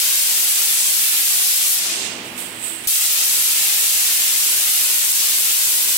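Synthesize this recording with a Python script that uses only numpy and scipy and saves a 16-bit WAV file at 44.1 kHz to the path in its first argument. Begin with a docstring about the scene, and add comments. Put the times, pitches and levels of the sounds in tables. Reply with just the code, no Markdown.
"""A loud hiss fills a bare, echoing room: an airless gun sprays putty onto a wall, while its pump
drones and hums further off. The trigger is let go for a second: the valve knocks shut, the hiss dies
away, the pump eases, and shoes and hose scuff the gritty floor. Each microphone channel has its own
gain control, so the drone swells in the pause and ducks when the jet snaps on again."""
import sys
import numpy as np
from scipy import signal
from scipy.fft import rfft, irfft, next_fast_len
from scipy.io import wavfile
from scipy.ndimage import uniform_filter1d

SR = 44100
rng = np.random.default_rng(int(sys.argv[2]) if len(sys.argv) > 2 else 0)


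def int16_out(signal):
    """Quantize to a 16-bit WAV file."""
    q = np.round(np.clip(np.atleast_2d(signal).T, -1, 1) * 32767)
    wavfile.write(sys.argv[1], SR, q.astype(np.int16))


N = 263277
SIZE = next_fast_len(N, True)
TIME = np.arange(SIZE) / SR
FREQS = np.maximum(np.fft.rfftfreq(SIZE, 1 / SR), 1)


def from_db(db):
    """Amplitude ratio: tenfold for every 20 dB."""
    return 10 ** (np.asarray(db) / 20)


def at_hz(points, hz):
    """Interpolation on a log-frequency axis."""
    frequencies, values = np.transpose(points)
    return np.interp(np.log(hz), np.log(frequencies), values)


def colour(spectrum):
    """Spectral envelope: a dB curve as a gain at every frequency."""
    return from_db(at_hz(spectrum, FREQS))


def ramp(start_s, length_s):
    """Linear rise from 0 to 1."""
    return np.clip((TIME - start_s) / length_s, 0, 1)


def white():
    """Spectrum of white noise with a density of 0 dB per Hz."""
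    return rng.standard_normal(2 * len(FREQS)).view(complex) * np.sqrt(SIZE * SR) / 2


def drift(rate_hz):
    """Random modulation: low-passed noise with a standard deviation of 1."""
    wander = irfft(white() / (1 + (FREQS / rate_hz) ** 2), SIZE)
    return wander / wander.std()


# Likeness of the two channels for far sounds. Each row: frequency in Hz, coherence from 0 to 1.
COHERENCE = [(50, .35), (110, .86), (220, .9), (380, 0.88), (700, 0.48), (1300, 0)]
def diffuse(gain):
    """Diffuse field: the stereo spectrum of noise from all sides, coherent only at long wavelengths."""
    alike = np.clip(at_hz(COHERENCE, FREQS), 0, 1)
    mid = white() * gain * np.sqrt((1 + alike) / 2)
    side = white() * gain * np.sqrt((1 - alike) / 2)
    return np.array([mid + side, mid - side])


# Passes with the trigger held. Each row: start in seconds, end in seconds, jet strength in dB.
PASSES = [(-1.0, 1.745, -26.3), (2.871, 7.0, -26.8)]
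# The jet and its spatter on the wall. Each row: frequency in Hz, relative density in dB per Hz.
JET_SPECTRUM = [(20, -88), (120, -51), (300, -45), (600, -37.5), (1000, -35), (1500, -31.5), (2000, -29),
                (2800, -24.5), (5000, -23), (8000, -23), (11500, -22.5), (13000, -24), (16000, -28.5)]
def jet(open_s=0.0024, close_s=0.048, swell_db=3.0, swell_s=.08, flutter_db=1.74, spatter_db=1.3):
    """Atomisation: putty tears apart at the nozzle in a hiss that flow and lumps modulate."""
    valve = 0
    for on, off, strength_db in PASSES:
        opening = ramp(on, open_s) * (1 - ramp(off, close_s))
        narrowing_db = swell_db * ramp(off - swell_s, swell_s)   # the jet swells as the valve narrows
        valve = valve + opening * from_db(strength_db + narrowing_db)
    flow = valve * from_db(flutter_db * drift(rate_hz=14) + spatter_db * drift(rate_hz=200))
    lag_s = [[0], [0.000507]]   # the direct sound reaches the right port later
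    direct = 0.3 * white() * np.exp(-2j * np.pi * FREQS * lag_s)
    hiss = (diffuse(0.99) + direct) * colour(JET_SPECTRUM)
    return wall_echo(room(hiss, flow))


# The room's decay. Each row: band centre in Hz, reverberation time in seconds.
REVERB_TIMES = [(500, 1.18), (2500, 1.02), (5000, .8), (8000, .69), (11500, .46), (16000, 0.4)]
def room(spectrum, envelope, patchy_db=0.97):
    """Reverberation: noise swells with its source and lingers by band; the treble is absorbed first."""
    out = 0
    for centre, t60 in REVERB_TIMES:
        band_gain = at_hz([(hz, hz == centre) for hz, _ in REVERB_TIMES], FREQS)
        band = irfft(spectrum * band_gain, SIZE)
        drive = envelope * from_db(patchy_db * drift(rate_hz=5))
        # where the room stores little, more arrives early: each start is a bright spit
        out = out + band * linger(drive, t60, early_share=.28 / t60)
    return out


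def linger(envelope, t60, early_share):
    """Exponential decay: some energy arrives at once; the room stores the rest, losing 60 dB per t60."""
    power = envelope ** 2
    retained = np.exp(-np.log(1e6) / (t60 * SR))
    stored = signal.lfilter([1 - retained], [1, -retained], power - power[0]) + power[0]
    early_share = np.clip(early_share, 0, 1)
    return np.sqrt(early_share * power + (1 - early_share) * np.maximum(stored, 0))


def wall_echo(hiss, reflection=0.35, delay_s=.0022, sway_s=.00035):
    """Comb filtering: the hiss interferes with its reflection; the dips slide as the hand sways."""
    echo = []
    for channel in hiss:
        emitted_s = TIME - delay_s - sway_s * drift(rate_hz=1.2)
        echo.append(np.take(channel, np.rint(emitted_s * SR).astype(int), mode="wrap"))
    return (hiss + reflection * np.array(echo)) / np.sqrt(1 + reflection ** 2)


# The pump's drone. 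Each row: frequency in Hz, density in dB per Hz before the load acts.
DRONE_SPECTRUM = [(20, -105), (60, -86), (110, -78.5), (170, -72.5), (240, -67.5), (340, -67), (500, -70),
                  (1000, -71), (1500, -78), (4000, -97.5)]
# The pump's wavering tones. Each row: frequency in Hz, rms level in dB before trim and load.
DRONE_TONES = [(101, -57), (121, -54), (146, -57), (189, -56), (217, -53), (245, -50), (281, -52.5),
               (326, -44.5), (393, -51.5), (661, -51)]
# The motor's cooling air. Each row: frequency in Hz, density in dB per Hz.
FAN_SPECTRUM = [(20, -103), (55, -80), (110, -80), (200, -80), (1000, -76.5), (1400, -74.5), (2000, -75),
                (3000, -75), (4500, -82.5), (6500, -91), (10000, -97), (16000, -103)]
def pump(width_hz=4.0, trim_db=-1.0):
    """Machine noise: a broad drone and narrow-band tones follow the load; the cooling air is steady."""
    tone_density = 0
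    for hz, db in DRONE_TONES:
        peak = 1 / (1 + ((FREQS - hz) / width_hz) ** 2) ** 2
        tone_density = tone_density + from_db(db + trim_db) ** 2 * peak / (width_hz * np.pi / 2)
    drone = irfft(diffuse(np.sqrt(colour(DRONE_SPECTRUM) ** 2 + tone_density)), SIZE)
    cooling_air = irfft(diffuse(colour(FAN_SPECTRUM)), SIZE)
    return from_db(pump_load()) * drone + cooling_air


def pump_load(labour_db=2.0, labour_s=.5, ease_db_per_s=13.0, recover_db_per_s=8.5):
    """Back pressure: the pump labours against the shut valve, eases, then picks up as the jet runs."""
    load_db = -0.8   # while spraying steadily
    for shut, reopened in pauses():
        easing_s = np.maximum(np.minimum(TIME, reopened) - shut - labour_s, 0)
        paused_db = labour_db * ramp(shut, length_s=.1) - ease_db_per_s * easing_s
        recovery_s = abs(paused_db[-1]) / recover_db_per_s
        load_db = load_db + paused_db * (1 - ramp(reopened, recovery_s))
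    return load_db


def pauses():
    """Gaps in the flow: the times in seconds at which the valve shuts and reopens."""
    return [(before[1], after[0]) for before, after in zip(PASSES, PASSES[1:])]


def hum(hz=101.0, base_db=-62, surge_db=11.5, waver_db=1.5, attack_s=.06, hold_s=.4, release_s=1.1):
    """Magnetostriction: the motor's iron hums at twice the mains rate, surging as pressure rebuilds."""
    surge = sum(ramp(reopened, attack_s) - ramp(reopened + hold_s, release_s)
                for _, reopened in pauses())
    level_db = base_db + surge_db * surge + waver_db * drift(rate_hz=12)
    return from_db(level_db) * np.sin(2 * np.pi * hz * TIME)


# Modes of gun and hose. Each row: frequency in Hz, relative peak in dB, 60 dB decay time in seconds.
GUN_MODES = [(92, -42, .25), (140, -39, .16), (292, -39, .03)]
def valve_knock(seating_s=.02, seating_db=3.0, lead_s=.004):
    """Impact excitation: the valve rings damped modes as it seats, and more softly as it opens."""
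    out = 0
    for shut, reopened in pauses():
        for start, strength_db in [(shut + seating_s, seating_db), (reopened - lead_s, 0)]:
            for hz, db, t60 in GUN_MODES:
                age = np.clip(TIME - start, 0, 3 * t60)
                out = out + from_db(strength_db + db - 60 * age / t60) * np.sin(2 * np.pi * hz * age)
    return out * from_db([[2.0], [-2.0]])   # louder on the left


# Slides over the floor. Each row: peak time, rise and fall time constants, all in seconds,
# stroke gain in dB, added gain of the squeal in dB.
STROKES = [(2.26, .02, 0.032, -6, -5), (2.388, 0.018, .03, 3.5, -6), (2.42, .015, 0.056, -8, 7),
           (2.655, 0.052, 0.042, 2, 7.5), (2.73, .03, .05, -9, 8), (2.85, 0.022, .02, -2, -5)]
# Rubbing grit. Each row: frequency in Hz, relative density in dB per Hz.
RUB_SPECTRUM = [(500, -89), (2000, -77.5), (3400, -75), (5800, -83), (9000, -75), (11500, -78),
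                (16000, -87)]
# The grit's thin squeal. Each row: frequency in Hz, relative density in dB per Hz.
SQUEAL_SPECTRUM = [(6600, -105), (7700, -76), (8400, -75), (9200, -82), (10800, -102)]
def scuffs(grit_db=2.5):
    """Sliding friction: each stroke of shoe or hose over grit swells and fades, with a squeal on top."""
    grit = from_db(grit_db * drift(rate_hz=300))
    rub, squeal = 0, 0
    for peak_s, rise, fall, level_db, squeal_db in STROKES:
        envelope = np.exp(-np.maximum((peak_s - TIME) / rise, (TIME - peak_s) / fall))
        stroke = from_db(level_db) * grit * envelope
        rub = rub + stroke
        squeal = squeal + stroke * from_db(squeal_db)
    rub_noise = irfft(diffuse(colour(RUB_SPECTRUM)), SIZE)
    squeal_noise = irfft(diffuse(colour(SQUEAL_SPECTRUM)), SIZE)
    return (rub_noise * linger(rub, t60=0.62, early_share=0.47)
            + squeal_noise * linger(squeal, t60=0.53, early_share=0.39))


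# Microphone port cavities, left then right. Each row: centre in Hz, width in Hz, boost in dB.
PORT_RESONANCES = [(11300, 3000, 3), (8160, 3000, 7)]
# The right port faces the room and gets more treble. Each row: frequency in Hz, gain in dB.
RIGHT_TREBLE = [(100, -0.5), (1000, -0.2), (1500, 2.5), (2000, 7.5), (2700, 9), (4300, 6.5), (6000, 7),
                (11000, 8), (13000, 12), (14300, 13), (16000, 15.5)]
def ports(sound):
    """Cavity resonance: each microphone port lifts its own band of the treble."""
    response_db = np.array([db / (1 + (2 * (FREQS - hz) / width) ** 2)
                            for hz, width, db in PORT_RESONANCES])
    response_db[1] += at_hz(RIGHT_TREBLE, FREQS)
    return irfft(rfft(sound, SIZE) * from_db(response_db), SIZE)[:, :N]


def gain_control(sound, ceiling_db, window_s=0.0064, release_db_per_s=76):
    """Limiting: each channel is turned down at once above its ceiling and recovers at a steady pace."""
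    width = int(window_s * SR)
    power = np.maximum(uniform_filter1d(sound ** 2, width), 1e-12)
    over_db = np.maximum(10 * np.log10(power) - ceiling_db, 0)
    released_db = release_db_per_s * np.arange(N) / SR
    held_db = np.maximum.accumulate(over_db + released_db, axis=1) - released_db
    return sound * from_db(-uniform_filter1d(held_db, width))


def scene():
    """Superposition: gun, feet and pump add up in one room."""
    return (jet() + scuffs() + valve_knock() + pump() + hum())[:, :N]


def record(dry):
    """Signal chain: port resonance, gain control, then a steep low-pass."""
    levelled = gain_control(ports(dry), ceiling_db=np.array([[-14.5], [-14.0]]))
    low_pass = signal.ellip(12, .1, 90, 15750, fs=SR, output="sos")
    return signal.sosfilt(low_pass, levelled)


dry = scene()
out = record(dry)
int16_out(out)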